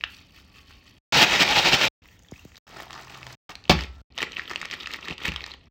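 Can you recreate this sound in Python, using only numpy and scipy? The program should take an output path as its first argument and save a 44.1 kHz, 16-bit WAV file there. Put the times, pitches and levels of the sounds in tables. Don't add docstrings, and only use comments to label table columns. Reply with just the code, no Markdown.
import sys
import numpy as np
from scipy import signal
from scipy.fft import rfft, irfft
from scipy.io import wavfile
from scipy.ndimage import uniform_filter1d

SR = 44100
rng = np.random.default_rng(int(sys.argv[2]) if len(sys.argv) > 2 else 0)


def wrap_up_sound(samples):
    columns = np.atleast_2d(samples).T
    tamed = np.clip(columns, -1, 1)
    steps = np.round(tamed * 32767).astype(np.int16)
    wavfile.write(sys.argv[1], SR, steps)


N = 251370
T = np.arange(N) / SR


def undb(db):
    return 10 ** (np.asarray(db) / 20)


def unit(x):
    return x / np.sqrt(np.mean(x ** 2))


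def add(out, at, sound):
    i = max(int(at * SR), 0)
    out[i:i + len(sound)] += sound[:N - i]


def fade(t, t60):
    return np.exp(-np.log(1000) * t / t60)


def during(start, end):
    return uniform_filter1d(1. * ((T >= start) & (T < end)), size=64)


def stroke(at, db, build, fall, hold=0):
    early, late = np.maximum(at - T, 0), np.maximum(T - at - hold, 0)
    return undb(db) ** 2 * np.exp(-(early / build) ** 2 - (late / fall) ** 2)


def colour(x, points, size=4096):
    hz, db = np.transpose(points)
    grid = np.maximum(np.arange(size // 2 + 1) * SR / size, 1)
    gain = undb(np.interp(np.log(grid), np.log(hz), db))
    cepstrum = irfft(np.log(gain))
    cepstrum[1:size // 2] *= 2
    cepstrum[size // 2 + 1:] = 0
    return signal.fftconvolve(x, irfft(np.exp(rfft(cepstrum))))[:len(x)]


def band(x, low_hz, high_hz):
    return signal.sosfilt(signal.butter(2, [low_hz, high_hz], "band", fs=SR, output="sos"), x + 1e-18)


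def noise_band(low_hz, high_hz):
    return unit(band(rng.standard_normal(N), low_hz, high_hz))


def scatter(start, end, rate, db, hz, scatter_db=3.0, scatter_octaves=.4):
    slots, offsets = rng.random(size=64), rng.standard_normal(size=(64, 2))
    times = start + (np.arange(len(slots)) + slots) / rate
    return [(at, db + scatter_db * louder, hz * 2 ** (scatter_octaves * higher))
            for at, (louder, higher) in zip(times, offsets) if at < end]


def crackle(eq, rate, spread_db, hiss_db, facet_db=8, tick_db=-18, burst_t60=0.014, wander_db=3.0):
    chance, size, place = rng.random(N), rng.exponential(size=N), rng.random(N)
    at = np.flatnonzero(chance < rate / SR)
    sizes = undb(spread_db * np.minimum(size[at], 3.5))
    edges_hz = [30, 300, 600, 950, 1300, 1700, 2150, 2650, 3200, 3900, 4800, 6000, 8000, 11000, 17000]
    knots = np.linspace(0, T[-1], 130)
    swarm = np.zeros(N)
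    for k, (low, high) in enumerate(zip(edges_hz, edges_hz[1:])):
        bands_away = np.abs(place[at] * len(edges_hz) - 1 - k)
        energy = np.zeros(N)
        energy[at] = (sizes * (undb(-facet_db * bands_away) + undb(tick_db))) ** 2
        energy = signal.lfilter([1], [1, -fade(1 / SR, burst_t60) ** 2], energy + 1e-18)
        friction = np.interp(T, knots, undb(hiss_db + wander_db * rng.standard_normal(len(knots))))
        envelope = np.sqrt(energy / energy.mean() + friction ** 2)
        swarm += band(envelope * rng.standard_normal(N), low, high)
    swarm = colour(swarm, eq)
    return swarm / np.sqrt(uniform_filter1d(swarm ** 2, size=1764))


# time
# in seconds, peak in dB, ring in Hz, tick in dB re the ring.
SNAPS = [(.0085, -26.5, 2460, -16), (.0384, -11, 2780, -39), (.0383, -14, 1810, -53),
         (.708, -38, 1470, -15), (1.227, -4.5, 2370, 10), (1.478, -9.5, 2330, -15),
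         (1.8135, -3.5, 2620, 14), (2.557, -34.5, 1970, 20), (2.578, -35.5, 2360, 16),
         (2.802, -25.5, 790, -25), (2.907, -23.5, 1140, 7), (2.93, -24.5, 3300, 5), (3.23, -25, 2620, -11),
         (3.267, -24.5, 1820, 6), (3.5541, -20, 4140, 1), (3.64, -33, 4420, -2.5), (3.654, -29.5, 2630, -3),
         (3.679, -33, 2970, -8), (3.6959, -7.5, 2670, 0), (3.79, -20.5, 1940, -12), (3.809, -19, 4420, 3),
         (3.837, -22, 4400, 15), (4.123, -45, 4300, -13), (4.1785, -16.5, 2950, -5),
         (4.186, -14.5, 3720, 4), (4.219, -13.5, 3070, -7), (4.2282, -9, 2340, -2.5),
         (4.32, -26.5, 4140, 4), (4.3315, -25, 2900, -19), (4.3682, -15, 2640, -26),
         (4.3952, -14.5, 1850, -39), (4.497, -25, 1870, 7), (4.512, -22, 3080, -1),
         (4.559, -12, 2810, -8.5), (4.615, -16.5, 2050, -1.5), (4.6288, -21, 1330, -19),
         (4.655, -21, 2450, 5), (4.712, -19.5, 3370, 8), (4.7383, -16.5, 2100, -9),
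         (4.808, -22.5, 3520, -15), (4.8595, -19.5, 2670, -19), (4.872, -18, 2130, 15),
         (4.937, -17, 2940, -2), (4.9435, -17.5, 2100, -14), (5.0838, -18.5, 2000, -2),
         (5.109, -17, 2617, -10), (5.1805, -25, 2760, -4.5), (5.2362, -20.5, 2900, -8),
         (5.255, -15.5, 3080, 4), (5.3195, -19, 2600, -8), (5.3612, -14.5, 3200, -3.5),
         (5.407, -22, 2280, -17), (5.4405, -20, 4060, -3), (5.4635, -23.5, 3200, 15),
         (5.538, -27, 3030, -3)]
# start and end in seconds, snaps a second, typical dB and ring in Hz.
CRINKLES = [(2.721, 3.33, 13.6, -36.5, 1900), (4.402, 5.12, 18, -28, 2650), (5.2, 5.55, 16, -28.5, 3240),
            (5.553, 5.68, 30, -52, 6970)]
# frequency in Hz, gain in dB.
SNAP_EQ = [(150, -7), (700, 5), (2500, 7), (5000, 8), (7500, -6), (10500, -22.5), (15000, -22.5)]
def snaps(ring_t60=0.0052, ring_rise_s=0.00013, tick_t60=0.0057,
          flutter_db=-18, flutter_t60=0.033, strain_t60=.004, lead_s=.01):
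    out, t = np.zeros(N), T[:2048] - lead_s
    after, before = np.maximum(t, 0), np.maximum(-t, 0)
    attack = (1 - np.exp(-after / ring_rise_s)) ** 2
    flutter_shape = fade(after, flutter_t60) * fade(before, strain_t60)
    crinkles = [(*crease, tick_db) for row in CRINKLES
                for crease, tick_db in zip(scatter(*row), rng.normal(-4, 7, size=64))]
    noises = rng.standard_normal(size=(256, 2, len(t)))
    for (at, db, hz, tick_db), (tick_noise, flutter_noise) in zip(SNAPS + crinkles, noises):
        ring = np.sin(2 * np.pi * hz * after) * fade(after, ring_t60) * attack
        tick = undb(tick_db) * tick_noise * fade(after, tick_t60) * (t > 0)
        flutter = undb(flutter_db) * band(flutter_noise, 900, 4500) * flutter_shape
        snap = colour(ring + tick + flutter, SNAP_EQ)
        add(out, at - lead_s, undb(db) * snap / np.abs(snap).max())
    return out


# crest in seconds, level in dB, build-up in seconds.
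SPURTS = [(.145, -51, .04), (0.371, -53, .022), (.572, -53, 0.023), (.712, -54.5, 0.031), (.88, -54, .016)]
# centre in Hz, width in Hz, relative level in dB.
POCKETS = [(2560, 220, -5.5), (3058, 140, -7.5), (4450, 160, -8.5)]
# frequency in Hz, gain in dB.
SQUEEZE_EQ = [(240, -39), (400, -3.5), (460, -34.5), (865, -10), (979, -20), (1110, -6.5), (1440, -8),
              (1650, -7.5), (2590, -2.5), (4050, -8.5), (4510, -6), (10200, -29.5), (16000, -20.5)]
def squeezing(trickle_db=-62, fall_ratio=1.4):
    spurts = sum(stroke(at, db, build, fall_ratio * build) for at, db, build in SPURTS)
    flow = np.sqrt(undb(trickle_db) ** 2 + spurts)
    crumbs = crackle(SQUEEZE_EQ, rate=830, spread_db=1.5, hiss_db=-8.5)
    pockets = sum(undb(db) * noise_band(hz - width / 2, hz + width / 2) for hz, width, db in POCKETS)
    return flow * (undb(-0.5) * crumbs + undb(-4.5) * pockets)


# frequency in Hz, gain in dB.
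RUMBLE_EQ = [(15, -27), (25, -6), (76, 0.5), (139, -12.5), (178, -8.5), (214, -13.5), (282, -11),
             (309, -15.5), (345, -19), (1000, -27.5), (1300, -65), (2200, -120)]
def rumble(level_db=-55):
    return undb(level_db) * unit(colour(rng.standard_normal(N), RUMBLE_EQ))


# start and end in seconds, bubbles a second, typical level in dB, typical pitch in Hz.
FIZZ = [(0.099, .97, 45, -49, 4300), (2.03, 2.57, 65, -51.5, 4550)]
# start in seconds, level in dB, starting pitch in Hz.
BUBBLES = [(2.334, -39, 2110), (2.359, -35.5, 2460), (2.392, -35.5, 2650)]
def bubbles(ring_t60=.02, reference_hz=2500, rise_per_s=11, swell_s=.001):
    out, t = np.zeros(N), T[:2048]
    fizz = [bubble for row in FIZZ for bubble in scatter(*row)]
    for at, db, hz in BUBBLES + fizz:
        phase = 2 * np.pi * hz * (t + rise_per_s * t ** 2 / 2)
        shape = (1 - np.exp(-t / swell_s)) * fade(t, ring_t60 * reference_hz / hz)
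        add(out, at, undb(db) * shape * np.sin(phase))
    return out


# time in seconds, pitch in Hz, level in dB.
WHISTLE = [(.46, 1170, -72), (.53, 1140, -71), (.6, 1112, -68), (.7, 1100, -71), (.92, 1088, -76)]
HUM = [(2.8, 131, -69), (2.9, 128.4, -58), (3.15, 130.2, -56.5), (3.3, 126, -46.5), (3.36, 130.4, -53)]
SQUEAK = [(3.87, 1310, -61), (3.95, 1325, -67), (4, 1360, -64.5), (4.017, 1380, -64.5)]
def faint_tone(rows, waver=0.13):
    times, hz, db = np.transpose(rows)
    flutter = 1 + waver * noise_band(2.5, 25)
    sine = np.sqrt(2) * np.sin(2 * np.pi * np.cumsum(np.interp(T, times, hz)) / SR)
    return sine * flutter * undb(np.interp(T, times, db)) * during(times[0], times[-1])


# crest in seconds, level in dB, build-up in seconds, pitch of the thud in Hz.
SHAKES = [(1.184, -16, 0.044, 203), (1.23, -12, 0.019, 246), (1.345, -20, 0.039, 253),
          (1.42, -13.5, 0.017, 246), (1.518, -20.5, 0.026, 282), (1.583, -15.5, 0.022, 828),
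          (1.674, -16.5, 0.024, 323), (1.743, -14, 0.016, 165), (1.843, -18.5, 0.027, 287)]
# frequency in Hz, gain in dB.
SHAKE_EQ = [(24, -43.5), (40, -11), (249, -9), (433, -8.5), (751, -3.5), (942, -2.5), (1090, -10.5),
            (1370, -5.5), (1810, -6.5), (2500, -0.5), (5310, -10.5), (7730, -23.5), (10200, -40),
            (14800, -28.5), (16000, -34)]
def shaking(rattle_db=-26, fall_ratio=0.66, heap_db=-12):
    power, thuds = undb(rattle_db) ** 2, 0
    for at, db, build, hz in SHAKES:
        swell = stroke(at, 0, build, fall_ratio * build)
        power += undb(db) ** 2 * swell
        thuds += undb(db + heap_db) * swell * noise_band(hz - 100, hz + 100)
    return np.sqrt(power) * crackle(SHAKE_EQ, rate=3500, spread_db=2.5, hiss_db=-3.5) + thuds


# time in seconds, level in dB.
POUR_LEVEL = [(2.02, -76), (2.045, -56), (2.22, -64), (2.33, -56), (2.52, -60), (2.58, -52.5)]
# frequency in Hz, gain in dB.
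POUR_EQ = [(290, -41), (500, -44), (761, -5), (1510, -3.5), (2010, -1), (3110, -0.5), (3340, -3.5),
           (4800, -8), (6800, -5), (9920, -26.5), (16000, -11)]
def pouring():
    flow = undb(np.interp(T, *np.transpose(POUR_LEVEL)))
    return flow * crackle(POUR_EQ, rate=550, spread_db=9.5, hiss_db=-4.5)


# start in seconds, level in dB, top pitch in Hz, swell in seconds.
DROPS = [(2.3204, -31.5, 1190, 0.0045), (2.452, -35.5, 930, 0.0032)]
def drops(glide_s=0.00115, tick_db=-4, tick_t60=0.0041):
    out, t = np.zeros(N), T[:SR // 10]
    for at, db, hz, swell in DROPS:
        phase = 2 * np.pi * hz * glide_s * np.log1p(t / glide_s)
        shape = t / swell * np.exp(1 - t / swell) + undb(tick_db) * fade(t, tick_t60)
        add(out, at, undb(db) * shape * np.sin(phase))
    return out


# crest in seconds, level in dB.
KNEADS = [(2.789, -42), (2.97, -42.5), (3.139, -45), (3.31, -47.5)]
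# frequency in Hz, gain in dB.
MASH_EQ = [(88, -16.5), (150, 0.5), (175, -3), (297, -3), (398, -0.5), (545, -8), (675, 0), (854, 1),
           (3840, -8.5), (5050, -10), (8070, -21.5), (10000, -34), (16000, -24)]
def kneading(grip_db=-51, build_s=0.044, fall_s=0.048):
    digs = sum(stroke(at, db, build_s, fall_s) for at, db in KNEADS)
    effort = np.sqrt(undb(grip_db) ** 2 + digs)
    return effort * crackle(MASH_EQ, rate=1200, spread_db=5.0, hiss_db=-5.5)


def lifting(swing_db=-60):
    snatch = stroke(at=3.497, db=-38, build=0.0054, fall=0.019)
    effort = np.sqrt(undb(swing_db) ** 2 + snatch)
    return effort * crackle(MASH_EQ, rate=1300, spread_db=-0.5, hiss_db=-14.0)


# start in seconds, gain in dB, contact time in seconds, t60 of the hand's damping in seconds.
BLOWS = [(3.495, -43.5, 0.0043, 0.41), (3.698, -11, 0.00074, 4.1), (3.71, -30, 0.0033, 0.35),
         (3.737, -22, 0.012, 1), (5.112, -31.5, 0.0013, 0.14), (5.283, -21, 0.0048, 1.7),
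         (5.301, -49, 0.011, 1.5)]
# pitch in Hz, relative level in dB, t60 in seconds.
BOOM_MODES = [(56.1, -18, 0.95), (65.7, -10.5, 0.9), (80.5, -11, 0.55), (120, -8.5, .16),
              (153.2, -5.5, 0.29), (175.4, -4, 0.24), (226.6, -8, 0.21), (320.7, -13.5, 0.31),
              (369, -2.5, 0.099), (402, -12.5, 0.091), (634, -11, 0.1), (738, 0.5, 0.097), (984, -12, .09),
              (1180, -6.5, .1)]
def booms():
    out, t = np.zeros(N), T[:SR]
    ring = sum(undb(db) * np.cos(2 * np.pi * hz * t) * fade(t, t60) for hz, db, t60 in BOOM_MODES)
    for at, db, contact, damping_t60 in BLOWS:
        push = t * np.exp(-4 * t / contact)
        boom = signal.fftconvolve(ring * fade(t, damping_t60), push / push.sum())[:SR]
        add(out, at, undb(db) * boom)
    return out


# frequency in Hz, gain in dB.
SPLAT_EQ = [(40, -22), (120, 5.5), (370, -4), (550, -6.5), (800, -5), (1400, -13), (2700, -8), (4500, -9.5),
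            (6500, -22.5), (10000, -45), (15000, -34)]
FILM_EQ = [(88, -45), (150, 6.5), (179, -2), (209, 3.5), (361, 3.5), (675, -7.5), (1310, 2.5), (1560, -5),
           (1940, 4), (2980, 2), (4490, -6.5), (8400, -25), (10200, -39.5), (15100, -22), (16000, -48.5)]
def splat(at=3.6955, spread_s=0.026, smack_db=-11, settle_db=-30, settle_t60=0.31):
    age = np.maximum(T - at, 0)
    mash = crackle(SPLAT_EQ, rate=1700, spread_db=4, hiss_db=-3)
    film = crackle(FILM_EQ, rate=1600, spread_db=3, hiss_db=-7.0)
    smack = undb(smack_db) * np.exp(-(age / spread_s) ** 2)
    settle = undb(settle_db) * fade(age, settle_t60)
    collapse = np.sqrt(stroke(at=3.815, db=-37.5, build=.03, fall=0.028))
    return (smack * mash + (settle + collapse) * film) * during(at, T[-1])


# start and hold in seconds, level in dB.
LEANS = [(4.181, .945, -46.5), (5.198, 0.339, -45)]
# crest in seconds, level in dB, build-up in seconds.
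PUSHES = [(4.229, -30, .028), (4.386, -38.5, .025), (4.519, -35, 0.026), (4.655, -40.5, 0.031),
          (4.738, -33, 0.019), (4.829, -40, .025), (4.935, -40.5, 0.05), (5.105, -36, 0.05),
          (5.278, -27, 0.032), (5.36, -46, 0.024)]
def pressing(idle_db=-64, fall_ratio=0.42, reference_db=-42, density_power=0.53):
    leans = sum(stroke(at, db, build=0.014, fall=0.01, hold=hold) for at, hold, db in LEANS)
    pushes = sum(stroke(at, db, build, fall_ratio * build) for at, db, build in PUSHES)
    force = np.sqrt(undb(idle_db) ** 2 + leans + pushes)
    rate = 1300 * (force / undb(reference_db)) ** density_power
    return force * crackle(FILM_EQ, rate, spread_db=6.5, hiss_db=-5.5)


def room(x, near_db=-14, near_t60=0.016, far_db=-16, far_t60=0.3):
    t = T[:SR // 2]
    near = rng.standard_normal(len(t)) * fade(t, near_t60) * (t > .001)
    far = band(rng.standard_normal(len(t)), 110, 6400) * fade(t, far_t60) * (t > .006)
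    echoes = undb(near_db) * near / np.linalg.norm(near) + undb(far_db) * far / np.linalg.norm(far)
    return x + signal.fftconvolve(x, echoes)[:N]


ACTION_SPANS = [(0, .985), (1.123, 1.883), (2.02, 2.585), (2.668, 3.352), (3.492, 4.017), (4.103, 5.683)]
def scene():
    gates = [during(start, end) for start, end in ACTION_SPANS]
    squeeze, shake, pour, knead, slap, press = gates
    liquids = squeeze * squeezing() + pour * pouring()
    handling = knead * kneading() + slap * lifting() + press * pressing() + shake * shaking()
    close = room(liquids + handling + snaps() + slap * splat() + bubbles()) + drops() + booms()
    background = rumble() + faint_tone(HUM) + faint_tone(WHISTLE) + faint_tone(SQUEAK)
    return ((close + background) * sum(gates))[None]


def record(dry, bass_hz=42, top_hz=15900):
    thinned = signal.sosfilt(signal.butter(2, bass_hz, "high", fs=SR, output="sos"), dry)
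    return signal.sosfilt(signal.ellip(10, .2, 80, top_hz, fs=SR, output="sos"), np.tanh(thinned))


dry = scene()
out = record(dry)
wrap_up_sound(out)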